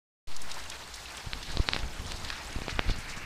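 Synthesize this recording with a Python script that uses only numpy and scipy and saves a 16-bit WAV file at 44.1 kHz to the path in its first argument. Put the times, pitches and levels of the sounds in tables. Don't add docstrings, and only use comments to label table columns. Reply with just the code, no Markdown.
import sys
import numpy as np
from scipy import signal
from scipy.fft import rfft, irfft, next_fast_len
from scipy.io import wavfile
from scipy.ndimage import uniform_filter1d, map_coordinates

SR = 44100
rng = np.random.default_rng(int(sys.argv[2]) if len(sys.argv) > 2 else 0)


def attenuation_scalar(level_db):
    decades = np.asarray(level_db, float) / 20
    return 10 ** decades


def unload_audio(sound):
    columns = np.transpose(np.atleast_2d(sound))
    steps = np.round(np.clip(columns, -1, 1) * 32767)
    wavfile.write(sys.argv[1], SR, steps.astype(np.int16))


N = 143325
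T = np.arange(N) / SR
PORT_TOP_HZ = 5600


def unit(x):
    return x / np.sqrt(np.mean(x ** 2) + 1e-20)


def shape(points):
    f, v = np.transpose(points)
    return lambda hz: attenuation_scalar(np.interp(np.log(hz + 1), np.log(f + 1), v))


def curves(rows):
    s, *cols = np.transpose(rows)
    return [np.interp(T, s, c) for c in cols]


def wobble(rate):
    return map_coordinates(rng.standard_normal(4000), [T * rate])


def filtered(x, response):
    m = next_fast_len(len(x) + 8192)
    hz = np.fft.rfftfreq(m, 1 / SR)
    return irfft(rfft(x, m) * response(hz), m)[:len(x)]


def patches(shape_2d, bins, frames):
    field = uniform_filter1d(rng.standard_normal(shape_2d), size=bins, axis=0)
    return unit(uniform_filter1d(field, size=frames, axis=1))


def rush(response, patchy_db):
    z = signal.stft(rng.standard_normal(N), nperseg=256)[2]
    gain = attenuation_scalar(patchy_db * patches(z.shape, bins=7, frames=9))
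    noise = signal.istft(z * gain, nperseg=256)[1][:N]
    return unit(filtered(noise, response))


def dulled(x):
    return filtered(x, lambda f: 1 / np.sqrt(1 + (f / 10500) ** 6))


def droplets(count, hz, spread, cycles, size_db):
    u = rng.random((count, 3))
    n = np.arange(160)
    t = n / SR
    pitch = np.clip(hz * np.exp(spread * rng.standard_normal(count)), 500, 14000)[:, None]
    size = attenuation_scalar(-size_db * np.log(u[:, 1:2] + 1 / 50))
    envelope = np.exp(-t * pitch / cycles) * np.tanh(t * pitch)
    grain = size * envelope * np.sin(2 * np.pi * pitch * t)
    at = (u[:, 0] * N).astype(int)[:, None] + n
    return unit(np.bincount(at.ravel(), grain.ravel(), N + 160)[:N])


# time_s, rain_db, stream_nearness_db
RAIN = [(.28, -57.5, -19), (.45, -54, -22), (.72, -53.5, -5), (.9, -54.5, -18), (1.15, -53, 4),
        (1.35, -54, -9), (1.62, -53.5, 4), (1.9, -54, -3), (2.15, -52.5, -16), (2.36, -54, 8),
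        (2.55, -53.5, 5.5), (2.75, -55.5, 11), (2.98, -58, 10), (3.12, -58, 11), (3.25, -58.5, 11)]
# freq_hz, density_db
FAR = [(71, -39), (120, -3), (532, -5), (800, -0.5), (867, 0.5), (4340, -8.5), (7850, -13), (13600, -27.5),
       (15700, -37)]


def rain():
    rain_db = curves(RAIN)[0]
    wash_db = 7.5 + 0.4 * wobble(5.71) + 0.97 * wobble(30.15)
    wash = attenuation_scalar(wash_db) * rush(shape(FAR), patchy_db=1.65)
    clump_db = 2.5 * np.tanh(wobble(30.08)) * 1.5
    ticks = droplets(count=5000, hz=5000, spread=0.503, cycles=3.6, size_db=5.5)
    patter = attenuation_scalar(1 + clump_db) * ticks
    return attenuation_scalar(rain_db) * (wash + dulled(patter))


# freq_hz, density_db
STREAM = [(300, -60), (800, -5.5), (1500, 2.5), (2200, 3), (2900, -1), (4000, -36), (9000, -36)]


def stream():
    near_db = curves(RAIN)[1]
    level_db = -56.5 + near_db + 1.0 * wobble(24.7)
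    return attenuation_scalar(level_db) * rush(shape(STREAM), patchy_db=1.5)


# time_s, wind_db
WIND = [(.32, -53.5), (1.2, -59), (1.3, -43.5), (1.47, -42), (1.57, -35.5), (1.66, -43), (1.8, -33),
        (1.87, -39.5), (1.94, -44), (2.02, -33.5), (2.13, -37.5), (2.25, -40.5), (2.4, -42.5), (2.55, -41),
        (2.75, -38), (2.93, -34), (3.04, -40.5), (3.25, -39.5)]
# freq_hz, density_db
RUMBLE = [(7.1, -49), (12, 11.5), (25, -3), (194, -19), (294, -20.5), (385, -24.5), (900, -27), (1170, -59),
          (1980, -120)]


def buffeting():
    wind_db, = curves(WIND)
    uneven = attenuation_scalar(1.2 * wobble(24.94)) * rush(shape(RUMBLE), patchy_db=1.5)
    return attenuation_scalar(wind_db - 0.5) * unit(uneven)


# time_s, hiss_db
DRAUGHT = [(1.2, -57), (1.33, -54), (1.5, -48), (1.59, -46.5), (1.65, -54), (1.75, -49), (1.8, -50),
           (1.95, -83), (2.12, -47), (2.2, -58), (2.3, -49), (2.42, -57), (2.62, -57), (2.71, -45.5),
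           (2.8, -55.5), (2.91, -44.5), (2.97, -50.5), (3.25, -54.5)]
# centre_hz, width_hz, gain_db
PORT = [(2000, 300, -7.5), (4340, 1400, 22.5)]


def cavity(f):
    modes = sum(attenuation_scalar(db) * 1j * f * w / (c * c - f * f + 1j * f * w) for c, w, db in PORT)
    return modes / (1 + (f / PORT_TOP_HZ) ** 4)


def port_hiss():
    wind_db, = curves(WIND)
    draught_db, = curves(DRAUGHT)
    level_db = draught_db + 0.083 * (wind_db - wind_db.mean()) + 3.4 * wobble(60)
    return attenuation_scalar(level_db) * rush(cavity, patchy_db=2)


# centre_s, pressure, half_width_s
SHOVES = [(1.2723, -0.051, 0.0023), (1.5514, -0.027, 0.0027), (1.5977, -0.11, 0.00069),
          (1.602, -0.21, 0.0029), (1.8345, 0.054, 0.0029), (1.844, -0.027, 0.003), (1.869, 0.034, 0.0028),
          (1.888, 0.0098, 0.0035), (1.855, 0.036, 0.0034), (1.965, -.015, 0.0035), (2.059, -0.027, 0.0032),
          (2.095, -0.016, .004), (2.243, 0.028, 0.0021), (2.324, 0.02, 0.0036), (2.463, 0.022, 0.0057),
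          (2.487, -0.02, .004), (2.1454, -0.034, 0.0033), (2.561, -0.07, 0.0012), (2.5643, 0.068, 0.0056),
          (2.7543, 0.037, .004), (2.7666, -0.028, 0.0028), (2.791, -0.056, 0.0035), (2.885, -0.11, 0.0036),
          (2.898, 0.057, 0.0065), (2.915, -0.066, 0.0024), (2.9605, 0.028, 0.0084), (2.988, -0.03, 0.00143),
          (2.729, -0.043, 0.0023), (2, -0.034, 0.0029), (2.068, -0.001, .003), (3.127, -0.00069, 0.0019),
          (3.176, 0.023, 0.0014), (3.2427, 0.016, 0.002)]


def shoves():
    edge, leak_hz = 3.4, 7.2
    push = sum(p * np.exp(-np.abs((T - s) / w) ** edge) for s, p, w in SHOVES)
    return filtered(push, lambda f: 1j * f / (leak_hz + 1j * f))


# start_s, ring_peak, puff_peak, pressure_step, step_life_s
POPS = [(1.33332, -.03, -.13, -.011, .006), (1.33347, .085, .12, -.02, .018),
        (1.5718, .19, .04, .13, .0009), (1.6883, .3, .42, .026, .0056), (1.73438, -.08, -.2, 0, .001),
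        (1.73453, .19, .22, .014, .0007), (1.74513, .06, 0, .12, .0005), (1.76393, .09, .21, -.1, .001),
        (2.11984, .07, .07, 0, .001), (2.2142, 0, 0, .04, .0005), (2.5815, 0, 0, -.03, .0003),
        (2.588, 0, .02, -.08, .0008), (2.6198, 0, 0, -.085, .0009), (2.68193, 0, -.02, .11, .005),
        (2.68262, -.02, -.1, -.1, .005), (2.7931, .11, -.45, -.85, .00013), (2.89738, .02, 0, .14, .0028)]


def pops():
    ring_hz, ring_t60_s = 4100, .0036
    puff_s, step_rise_s = .00008, .00008
    out = np.zeros(N)
    for s, ring, puff, step, life in POPS:
        t = np.clip(T - s, 0, None)
        out += ring * attenuation_scalar(-60 * t / ring_t60_s) * np.sin(2 * np.pi * ring_hz * t)
        age = (T - s) / puff_s
        recoil = .36 * np.exp(-(age - 3) ** 2 / 2)
        out += puff * (np.exp(-(age - 1) ** 2) - recoil)
        out += step * (1 - np.exp(-t / step_rise_s)) * np.exp(-t / abs(life))
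    return filtered(out, lambda f: 1 / np.sqrt(1 + (f / PORT_TOP_HZ) ** 6))


# start_s, peak_db, centre_hz, t60_s
SPLASH = [(0.317, -41, 3200, 0.014), (0.364, -29.5, 5570, 0.028), (0.416, -33.5, 7700, 0.044),
          (.495, -41, 2800, 0.18), (0.514, -28, 4300, 0.037), (0.54, -35, 5560, 0.046),
          (0.638, -38, 5500, 0.022), (0.6996, -25.5, 5260, 0.015), (0.715, -34, 2600, 0.069),
          (0.939, -31.5, 4800, 0.044), (.75, -39, 1600, 0.056), (.957, -35.5, 8500, 0.022),
          (1.12, -39, 8000, .02), (1.145, -38, 2800, 0.055), (1.177, -32, 2500, .02),
          (1.001, -40, 5600, 0.035), (1.169, -32, 6500, 0.021), (1.427, -32, 3980, 0.046),
          (1.486, -36, 1900, 0.033), (1.503, -37, 1700, .04), (1.534, -39.5, 4500, .02),
          (1.516, -37, 7200, 0.029), (1.6747, -36, 4100, 0.0085), (1.7462, -28, 3150, 0.034),
          (1.789, -28.5, 2500, .015), (1.788, -38, 6470, .012), (1.83, -31.5, 1730, 0.028),
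          (1.7655, -33, 1500, 0.034), (1.933, -46, 10000, .03), (2.07, -44, 4400, 0.076),
          (2.106, -35.5, 3500, 0.11), (2.1194, -29.5, 5770, 0.014), (2.135, -40, 3500, .06),
          (2.16, -42.5, 6440, 0.073), (2.247, -27, 3380, 0.022), (2.287, -32, 3400, 0.017),
          (2.3019, -20, 2980, .012), (2.3018, -25, 1300, .01), (2.304, -36, 1410, 0.096),
          (2.322, -32, 1600, .05), (2.326, -32, 3780, 0.017), (2.527, -34.5, 5860, 0.017),
          (2.89, -27.5, 2000, 0.021), (2.598, -41, 6500, 0.032), (2.692, -26.5, 1890, 0.035),
          (2.698, -36.5, 4400, 0.099), (2.902, -29, 3400, 0.045), (2.919, -38, 4100, 0.026),
          (2.96, -39, 4800, .02), (2.979, -41.5, 6860, 0.18), (3.088, -36, 5000, 0.18),
          (3.162, -40, 5300, 0.13)]


def splashes():
    width_oct, rise_share = .7, 0.038
    t = np.arange(SR // 5) / SR
    out = np.zeros(N + SR)
    for s, db, hz, t60 in SPLASH:
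        band = lambda f: 1 / (1 + np.abs(np.log2((f + 1) / hz) / width_oct) ** 3)
        spray = filtered(rng.standard_normal(len(t)), band)
        decay = attenuation_scalar(db - 1 - 60 * t / max(t60, .004))
        swell = decay * (1 - np.exp(-t / (rise_share * t60)))
        level = np.sqrt(np.mean(swell ** 2))
        out[round(s * SR):][:len(t)] += unit(spray * swell) * level
    return dulled(out[:N])


# freq_hz, density_db
DRONE = [(30, -26), (55, 7.5), (68, 0.5), (120, -7.5), (200, -26), (400, -31.5)]


def roof_drone():
    return attenuation_scalar(-53.5) * rush(shape(DRONE), patchy_db=1.5)


def scene():
    wind = buffeting() + port_hiss() + shoves()
    return (rain() + stream() + wind + pops() + splashes() + roof_drone())[None]


# freq_hz, level_db
WHINE = [(13316, -90), (13916, -87), (14516, -87), (15116, -89)]


def whine():
    return np.sqrt(2) * sum(attenuation_scalar(db) * np.sin(2 * np.pi * hz * T) for hz, db in WHINE)


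# centre_s, half_width_s, hole_growth
STARVED = [(1.53, .04, .8), (1.578, .012, 3), (1.692, .01, 2.2), (1.71, .012, 3.2), (1.733, .01, 2.2),
           (1.79, .07, .6), (2.526, .008, 1.3), (2.56, .04, .5), (2.692, .012, 2.4), (2.74, .04, .8),
           (2.83, .04, .5)]


def holed(x):
    all_hz, spread_hz = 15900, 1300
    hz, s, z = signal.stft(x, SR, nperseg=1024)
    starved = sum(grow * np.exp(-((s - at) / w) ** 2) for at, w, grow in STARVED)
    threshold = (hz[:, None] - all_hz) / spread_hz + starved
    kept = patches(z.shape, bins=5, frames=5) > threshold
    return signal.istft(z * kept, SR, nperseg=1024)[1][:N]


def low_pass(x):
    return signal.sosfilt(signal.butter(12, 15745, fs=SR, output="sos"), x)


def record(dry):
    wake_s, fade_s = 0.272, 0.012
    offset_fast_s, offset_slow_s = 0.051, 0.12
    t = np.clip(T - wake_s, 0, None)
    heard = filtered(holed(dry[0]) + whine(), lambda f: f < 15550)
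    fade = np.clip(t / fade_s, 0, 1) ** 0.18
    offset = -0.13 * 1.54 * (np.exp(-t / offset_slow_s) - np.exp(-t / offset_fast_s))
    mix = (heard * fade + offset)[None]
    return low_pass(mix)


dry = scene()
out = record(dry)
unload_audio(out)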